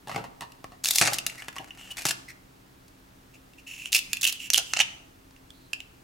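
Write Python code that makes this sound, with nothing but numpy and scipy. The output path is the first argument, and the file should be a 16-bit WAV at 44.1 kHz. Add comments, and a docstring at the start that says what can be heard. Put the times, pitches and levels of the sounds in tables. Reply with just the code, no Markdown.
"""A small kitchen, a stereo pair of microphones close over a table heaped with shellfish.
Shears cut a crab leg: first lying on the heap, which knocks and thuds, then a piece held in the air.
Each crack snaps, rings shell and blades near 3 kHz and shakes the leg; between bites the blades
scrape, squeak and click. Behind the hands are the room's short echo, soft noise and an appliance's hum."""
import sys
import numpy as np
from scipy import signal
from scipy.fft import rfft, irfft, next_fast_len
from scipy.io import wavfile
from scipy.ndimage import uniform_filter1d

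SR = 44100
rng = np.random.default_rng(int(sys.argv[2]) if len(sys.argv) > 2 else 0)


def pcm_store(signal):
    """Save signal as 16-bit PCM."""
    levels = np.round(np.clip(np.atleast_2d(signal), -1, 1) * 32767)
    wavfile.write(sys.argv[1], SR, levels.astype(np.int16).T)


N = 266099
TIME = np.arange(N) / SR

# Single cracks of the shell, loud to faint, and a few small ticks from handling and the shears.
# Each row: start in seconds, snap and ring levels in dB.
CRACKS = [(.083, -45, -62), (0.408, -39, -56), (.52, -50, -52), (.84, -25, -59), (0.846, -22.5, -43),
          (0.8566, -20.5, -30), (0.8867, -19.5, -34), (0.9081, -15.5, -57), (.9572, -19, -37),
          (0.9838, -14, -21.5), (1.0125, -15, -17.5), (1.022, -19, -29), (1.074, -19.5, -36),
          (1.081, -37, -28), (1.1327, -22, -52), (1.1413, -25.5, -52), (1.1846, -24, -26.5),
          (1.2646, -20.5, -28.5), (1.2974, -38, -35), (1.4217, -43, -38), (1.4828, -38, -43),
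          (1.5831, -41.5, -32), (1.7065, -58, -36), (1.9697, -33.5, -41), (1.981, -35, -34),
          (2.053, -19, -34), (2.0855, -23.5, -29), (2.1082, -23, -30), (2.8798, -55, -69),
          (3.9202, -30, -39), (3.9289, -20.5, -24.5), (3.9472, -18, -19), (3.9501, -19.5, -42),
          (3.9559, -25.5, -18.5), (3.9632, -21, -39), (3.99, -28, -27), (4.1315, -20.5, -24),
          (4.1693, -35.5, -31), (4.2117, -30, -53.5), (4.2174, -28.5, -53), (4.2316, -21.5, -29.5),
          (4.2424, -20, -29), (4.2513, -21.5, -15), (4.2735, -19.5, -24.5), (4.3249, -27.5, -37.5),
          (4.5022, -20.5, -22.5), (4.5334, -20, -26.5), (4.5368, -16, -29), (4.5438, -19, -12.5),
          (4.5764, -18.5, -30.5), (4.5799, -15.5, -21), (4.7352, -20.5, -26), (4.7699, -26, -26),
          (4.7908, -27, -27), (4.8022, -22.5, -12.5), (4.8075, -27.5, -18.5), (4.811, -30, -18.5),
          (4.8171, -25.5, -30), (5.3088, -59, -71)]
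def cracking(trim_db=-0.25, detune=0.024):
    """Single cracks take the voice of the nearest bite; each fragment rings a little higher or lower."""
    out = np.zeros(N)
    for (start, snap_db, ring_db), chance in zip(CRACKS, rng.standard_normal(len(CRACKS))):
        nearest = min(BITES, key=lambda bite: abs(start - bite[0] - bite[1] / 2) - bite[1] / 4)
        *_, hz, body_db, low_hz, top_hz, tear_ms = nearest
        pitch = hz * (1 + detune * chance)
        crack = shell(fracture(tear_ms), 0.0043, snap_db, ring_db, pitch, body_db, low_hz, top_hz)
        add(out, start, undb(trim_db) * crack)
    return out


# Squeezes of the shears; thick, wet shell has more body and a duller snap. Each row: start and length
# in seconds, crumbling level in dB, ring against snap in dB, ring pitch in Hz, body against snap in dB,
# the snap's lower and upper edges in Hz, tearing time in ms.
BITES = [(0.836, 0.11, -32.5, -13, 2840, -16.5, 1320, 14000, 2.2),
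         (0.944, .068, -28, -26, 2870, -18.5, 1320, 14000, 1.5),
         (1.006, 0.092, -30, -10, 2470, -4.5, 950, 9060, 4),
         (1.096, 0.089, -44, -4, 2820, -12, 1120, 12200, 3.9),
         (1.3, 0.8, -60.5, -8, 2890, 3, 1100, 12800, 3.5),
         (1.975, 0.081, -44, -9, 2400, -6.5, 1000, 12300, 7.2),
         (2.052, 0.074, -32.5, -6.5, 2860, -12, 1020, 12560, 4.7),
         (3.919, 0.084, -31.5, -5.5, 2695, -24, 2380, 14500, 2.1),
         (4.224, 0.093, -33, 3, 2750, -22.5, 2150, 15000, 2.5),
         (4.54, .064, -33, 0.5, 2934, -21, 1670, 11450, 0.4),
         (4.758, 0.04, -37.5, 0.5, 2820, -5.5, 1510, 6350, 1.6),
         (4.784, 0.038, -33.5, -3, 2990, -4, 1510, 6860, 1.17)]
def crumbling(grip_s=0.0051, let_go_s=0.016, give_db=2, firm_db=-30):
    """Shell crumbles into fine grains and sparser, higher splinters; a firmer bite makes more of both."""
    out = np.zeros(N)
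    for start, length, db, ring_db, hz, *voice, _ in BITES:
        size = int(length * SR)
        giving_way = undb(np.linspace(0, -give_db, size))
        pressure = swell(size, grip_s, let_go_s) * giving_way * catching(size, depth_db=3.5)
        firmness = np.sqrt(undb(db - firm_db))
        fine, splinters = (2600, -1.5, hz), (260, -2.5, hz * 1.067)
        for per_s, share_db, pitch in fine, splinters:
            force = pressure * grains(size, per_s * firmness, spread_db=2.8)
            force = np.pad(force, (0, SR // 50))  # time to ring out
            snap_db = db + share_db
            add(out, start, shell(force, length, snap_db, snap_db + ring_db, pitch, *voice))
    return out


# Colours of the brittle snap and the leg's meaty body. Each row: frequency in Hz, gain in dB.
SNAP_COLOUR = [(300, -51), (900, -31.5), (1500, -19), (2400, -7.5), (3700, 0.5), (5400, 0.5), (7200, 0),
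               (8600, -3.5), (10500, -3), (13000, -8), (16000, -10)]
BODY_COLOUR = [(60, -23.5), (170, -7.5), (290, -2), (420, -8), (720, 0.5), (950, -1.5), (1250, 1.5),
               (1900, 2), (2800, 3.5), (6000, -92)]
def shell(force, length_s, snap_db, ring_db, hz, body_db, low_hz, top_hz):
    """A force on the leg is heard as a bright snap, a short ring and a duller body."""
    snap = above(disperse(colour(force, SNAP_COLOUR)), low_hz)
    snap = signal.lfilter(*signal.cheby1(2, 1, top_hz, fs=SR), snap)
    parts = (snap, snap_db), (blades(force, hz), ring_db), (colour(force, BODY_COLOUR), snap_db + body_db)
    return sum(sized(x, db, length_s) for x, db in parts)


def fracture(tear_ms, first=1.4):
    """One sharp break, then a dying burst of smaller ones as the split runs on."""
    ms = np.arange(SR // 12) * 1000 / SR
    force = grains(len(ms), per_s=14000, spread_db=3.0) * np.exp(-ms / tear_ms)
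    force[0] += first * np.sqrt(1 + tear_ms)
    return force


def disperse(x, bounce=0.6):
    """Bending waves run to and fro in the shell and smear each click over a millisecond."""
    for lag in rng.integers([2, 7], [6, 18]):  # two all-pass delays, in samples
        taps = np.r_[bounce, np.zeros(lag - 1), 1]
        x = signal.lfilter(taps, taps[::-1], x)
    return x


# The ring of shell and blades. Each row: multiple of the ring pitch, width in Hz, gain in dB.
RING_MODES = [(1, 410, 16), (.85, 360, -11), (1.14, 210, -29), (2.0, 500, -4)]
def blades(x, hz, split=0.036):
    """The two blades are pushed apart, in opposite phase; their close pitches make one broad ring."""
    return resonate(x, hz * (1 - split), RING_MODES) - resonate(x, hz * (1 + split), RING_MODES)


# The empty blades click together, and a few faint ticks come from handling. Each row: start in seconds, ring
# level in dB, ring pitch in Hz.
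CLICKS = [(3.535, -55, 2600), (3.8573, -29, 2860), (5.3636, -53.5, 2780), (5.504, -43, 3320),
          (5.7315, -27, 2610), (5.734, -28, 2760), (5.8036, -37, 2860)]
def clicking(snap_db=-6, contact_ms=0.95):
    """Steel meets steel: mostly ring, with a little snap."""
    out = np.zeros(N)
    for start, db, hz in CLICKS:
        force = fracture(contact_ms)
        add(out, start, shell(force, 0.0035, db + snap_db, db, hz, body_db=-10, low_hz=1800, top_hz=9000))
    return out


# Bumps in the heap, just below the microphones. Each row: start in seconds, relative level in dB,
# pitch in Hz, rubbing time in ms, level of the table's thud in dB.
KNOCKS = [(0.073, -39.5, 905, 42, -41), (.095, -35, 1087, 10, -41.5), (0.115, -35, 1070, 33, -43),
          (.146, -38.5, 1220, 11, -34.5), (.160, -31, 1160, 4.9, -29.5), (.178, -37.5, 706, 27, -32.5),
          (.241, -39.5, 1010, 15, -41.5), (.409, -37.5, 1050, 16, -60), (.420, -37, 973, 16, -46),
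          (.643, -39.5, 1123, 1.9, -42), (.72, -50.5, 1030, 23, -48.5), (1.0127, -23, 1580, 5.6, -28),
          (1.02, -35, 398, 5.8, -43), (1.03, -39, 845, 24, -29.5), (1.08, -32, 1160, 23, -32),
          (1.122, -36, 760, 12, -41), (1.484, -42, 1720, 4.1, -47), (1.564, -36, 1055, 5.1, -50),
          (1.596, -47, 890, 17, -40), (2.0544, -32, 466, 5.5, -32.5), (2.108, -34, 1780, 3.4, -46),
          (4.58, -35.5, 740, 13.6, -50), (4.803, -35, 895, 6.5, -53)]
# A bumped shell. Each row: multiple of its pitch, width in Hz, gain in dB.
CLACK_MODES = [(1, 200, 7), (.72, 35, -4), (1.85, 180, 3.5), (3.8, 640, -13), (6.5, 4400, -37)]
# The table's thud. Each row: frequency in Hz, gain in dB.
THUD_COLOUR = [(35, -29.5), (80, -9), (140, 3), (220, -1), (400, -8.5), (800, -1.5), (3000, -84)]
def heap(clack_db=3.0, tap_db=-4):
    """Shells knock and rub together, with a clack and a dull tap, and pass the blow on to the table."""
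    out = np.zeros(N)
    for start, db, hz, rub_ms, thud_db in KNOCKS:
        force = fracture(rub_ms, first=2.67)
        clack = sized(resonate(force, hz, CLACK_MODES), db + clack_db, 0.007)
        tap = sized(colour(force, BODY_COLOUR), db + tap_db, 0.0069)
        thud = sized(colour(force, THUD_COLOUR), thud_db, 0.0086)
        add(out, start, clack + tap + thud)
    return out


# The blades slide over each other and along the shell.
# Each row: start and length in seconds, level in dB, ring pitch in Hz.
STROKES = [(1.375, 0.048, -43.5, 2060), (1.776, 0.13, -50.5, 2880), (2.279, 0.047, -43.5, 2080),
           (3.334, 0.04, -54, 2600), (3.575, 0.043, -54, 2660), (3.664, 0.24, -44, 2690),
           (4.086, 0.11, -50, 2520), (4.316, 0.063, -45, 3000), (4.391, 0.1, -40.5, 2800),
           (4.658, 0.15, -46, 2950), (5.525, 0.17, -67.5, 4100)]
# The sliding edge sings higher up. Each row: multiple of the ring pitch, width in Hz, gain in dB.
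EDGE_MODES = [(2.63, 750, -11), (3.9, 700, -18), (5.1, 700, -23)]
def scraping(sing_db=-10, hiss_db=-9):
    """Little slips of the edge excite the ring and the edge's high modes while grit hisses."""
    out = np.zeros(N)
    for start, length, db, hz in STROKES:
        size = int(length * SR)
        slips = grains(size, per_s=3300, spread_db=1.0)
        ring = unit(blades(slips, hz)) + undb(sing_db) * unit(resonate(slips, hz, EDGE_MODES))
        grit = grains(size, per_s=14000, spread_db=4.5)
        hiss = unit(above(colour(grit, SNAP_COLOUR), hz))
        level = undb(db) * swell(size, attack_s=0.0092, release_s=0.021) * catching(size, depth_db=1.5)
        add(out, start, level * (ring + undb(hiss_db) * hiss))
    return out


def catching(size, depth_db):
    """Gain of a blade that catches and runs free by turns."""
    return unit(undb(depth_db * flutter(size, samples=300)))


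# Squeaks at the cutting edge. Each row: start and length in seconds, level in dB,
# first and last pitch in Hz, octave against the fundamental in dB.
SQUEAKS = [(1.903, 0.024, -37.5, 2910, 2910, -30), (3.934, 0.048, -27.5, 2610, 2641, -2.5),
           (4.797, 0.019, -23.5, 3066, 2910, -5)]
def squeaks(waver=0.055, third_db=-15, rasp_db=-6):
    """Steel sticks and slips on wet shell: brief, unsteady tones with a rasp on each slip."""
    out = np.zeros(N)
    for start, length, db, hz, end_hz, octave_db in SQUEAKS:
        size = int(length * SR)
        pitch = np.linspace(hz, end_hz, size) * (1 + waver * flutter(size, samples=50))
        phase = 2 * np.pi * np.cumsum(pitch) / SR
        tone = np.sin(phase) + undb(octave_db) * np.sin(2 * phase) + undb(third_db) * np.sin(3 * phase)
        rasp = unit(colour(rng.standard_normal(size), SNAP_COLOUR)) * (1 + np.cos(phase)) / 2
        arch = np.sin(np.linspace(0, np.pi, size))
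        add(out, start, undb(db) * unit((tone + undb(rasp_db) * rasp) * arch))
    return out


# The hands move from the heap into the air, across the pair.
# Each row: time in seconds, left minus right in dB.
HAND_PAN = [(0, 0.5), (2.3, 1.3), (4.3, -3.2), (5.8, -5.5)]
def close_pair(x, beam_db=-11, beam_hz=6500):
    """Direct sound follows the hands, while the fragments throw their treble to either side at random."""
    pan_db = np.interp(TIME, *np.transpose(HAND_PAN))
    beam = undb(beam_db) * above(x, beam_hz) * flutter(N, samples=200)
    return x * undb(np.array([pan_db, -pan_db]) / 2) + np.array([beam, -beam])


# The walls, heard from the table. Each row: frequency in Hz, seconds to fall 60 dB, level in dB.
WALL_ECHO = [(148.4, 0.85, -8.5), (600, 0.99, -12.5), (1490, 0.47, -13.5), (2990, 0.42, -12),
             (6250, 0.53, -17), (13300, 0.47, -19.5)]
def kitchen(x, table_db=-11, table_s=0.016, build_s=0.0029):
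    """Scatter from the crowded table, then the short echo of the walls."""
    t = TIME[:SR * 2 // 3]
    hz, t60, db = np.transpose(WALL_ECHO)
    scatter = rng.standard_normal(len(t)) * np.exp(-t / table_s) * (t > .0007)
    response = sized(scatter, table_db, 1 / SR)
    edges = np.geomspace(60, 18000, 10)
    for lo, hi in zip(edges, edges[1:]):
        bandpass = signal.butter(3, [lo, hi], "band", fs=SR, output="sos")
        band = signal.sosfilt(bandpass, rng.standard_normal(len(t)))
        decay, level = (np.interp(np.log(lo * hi) / 2, np.log(hz), column) for column in (t60, db))
        tail = band * np.exp(-np.log(1000) * t / decay) * (1 - np.exp(-(t / build_s) ** 2))
        response += sized(tail, level, 2 * (hi - lo) / SR ** 2)
    return signal.fftconvolve(x, response)[:N]


# Room tone. Each row: frequency in Hz, relative density in dB.
AIR_COLOUR = [(15, -19), (25, -4.5), (76, -6.5), (130, -4.5), (157, -12.5), (195, -3.5), (223, -20),
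              (263, -6), (531, -19), (818, -19.5), (2220, -24.5), (2760, -24.5), (3080, -25.5),
              (10100, -32.5), (16000, -32.5)]
def room_tone(db=-56.53, side_db=-3):
    """Soft, steady noise reaches the microphones from all around."""
    mid, side = (unit(colour(rng.standard_normal(N), AIR_COLOUR)) for _ in range(2))
    return undb(db) * diffuse(mid, undb(side_db) * side)


# An appliance in the background. Each row: frequency in Hz, relative level in dB.
HUM_TONES = [(48.4, -67), (129.2, -66.5), (188.4, -73.5), (263.8, -63)]
def appliance(trim_db=-2):
    """A hum of low tones, each wavering slightly in phase."""
    knots = np.linspace(0, TIME[-1], 30)
    hum = np.zeros(N)
    for hz, db in HUM_TONES:
        drift = np.interp(TIME, knots, rng.standard_normal(len(knots)))
        hum += undb(db + trim_db) * unit(np.sin(2 * np.pi * hz * TIME + drift))
    return hum


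# Diffuse sound at two closely spaced microphones. Each row: frequency in Hz, side against mid in dB.
PAIR_WIDTH = [(60, -10.5), (150, -10), (300, -0.5), (700, 6.5), (1500, 6), (3000, .5), (9000, -1.5)]
def diffuse(mid, side):
    """Sound from all around: alike on both sides in the bass, unrelated in the treble."""
    side = colour(side, PAIR_WIDTH)
    return np.array([mid + side, mid - side])


def grains(size, per_s, spread_db):
    """Tiny random slips and fractures: many weak, a few strong."""
    present = rng.random(size) < per_s / SR
    sign = rng.choice([-1, 1], size)
    strength = undb(spread_db * np.minimum(rng.exponential(size=size), 4))
    return unit(present * sign * strength)


def resonate(x, hz, modes):
    """Damped modes at multiples of a pitch; a small object radiates little below the lowest."""
    x = above(x, 0.78 * hz * min(k for k, _, _ in modes))
    out = np.zeros(len(x))
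    for k, width, db in modes:
        peak = signal.iirpeak(min(k * hz, SR / 2 - 1000), k * hz / width, SR)
        out += undb(db) * signal.lfilter(*peak, x)
    return out


def colour(x, points):
    """Minimum-phase filter with a response of (Hz, dB) points."""
    size = next_fast_len(len(x) + 2048)
    hz, db = np.transpose(points)
    bin_hz = np.arange(size // 2 + 1) * SR / size
    log_gain = np.interp(np.log(bin_hz + 1), np.log(hz), np.log(undb(db)))
    cepstrum = irfft(log_gain, size)
    cepstrum[1:size // 2] *= 2
    cepstrum[size // 2 + 1:] = 0
    return irfft(rfft(x, size) * np.exp(rfft(cepstrum)), size)[:len(x)]


def above(x, hz):
    """Steep high-pass."""
    return signal.sosfilt(signal.butter(4, hz, "high", fs=SR, output="sos"), x)


def flutter(size, samples):
    """Noise smoothed over some samples, at rms 1."""
    return unit(uniform_filter1d(rng.standard_normal(size), size=samples))


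def swell(size, attack_s, release_s):
    """Attack, hold and release."""
    t = np.arange(size) / SR
    return np.clip(np.minimum(t / attack_s, (t[-1] - t) / release_s), 0, 1)


def sized(x, db, length_s):
    """Give a sound the energy of a level held for some time."""
    return unit(x) * undb(db) * np.sqrt(length_s * SR / len(x))


def undb(db):
    """Decibels to gain."""
    return 10 ** (np.asarray(db) / 20)


def unit(x):
    """Scale to rms 1."""
    return x / np.sqrt(np.mean(x ** 2) + 1e-20)


def add(track, start_s, x):
    """Mix a sound in at its start time."""
    i = int(start_s * SR)
    track[i:i + len(x)] += x[:N - i]


def scene(work_db=-0.5):
    """The hands work close to the microphones, with the kitchen around them."""
    work = undb(work_db) * (cracking() + crumbling() + clicking() + heap() + scraping() + squeaks())
    return close_pair(work) + diffuse(kitchen(work), kitchen(work)) + room_tone() + appliance()


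def record(dry, top_hz=16000):
    """The recorder rounds the highest peaks and cuts the top."""
    return signal.sosfilt(signal.ellip(8, .2, 70, top_hz, fs=SR, output="sos"), np.tanh(dry))


dry = scene()
out = record(dry)
pcm_store(out)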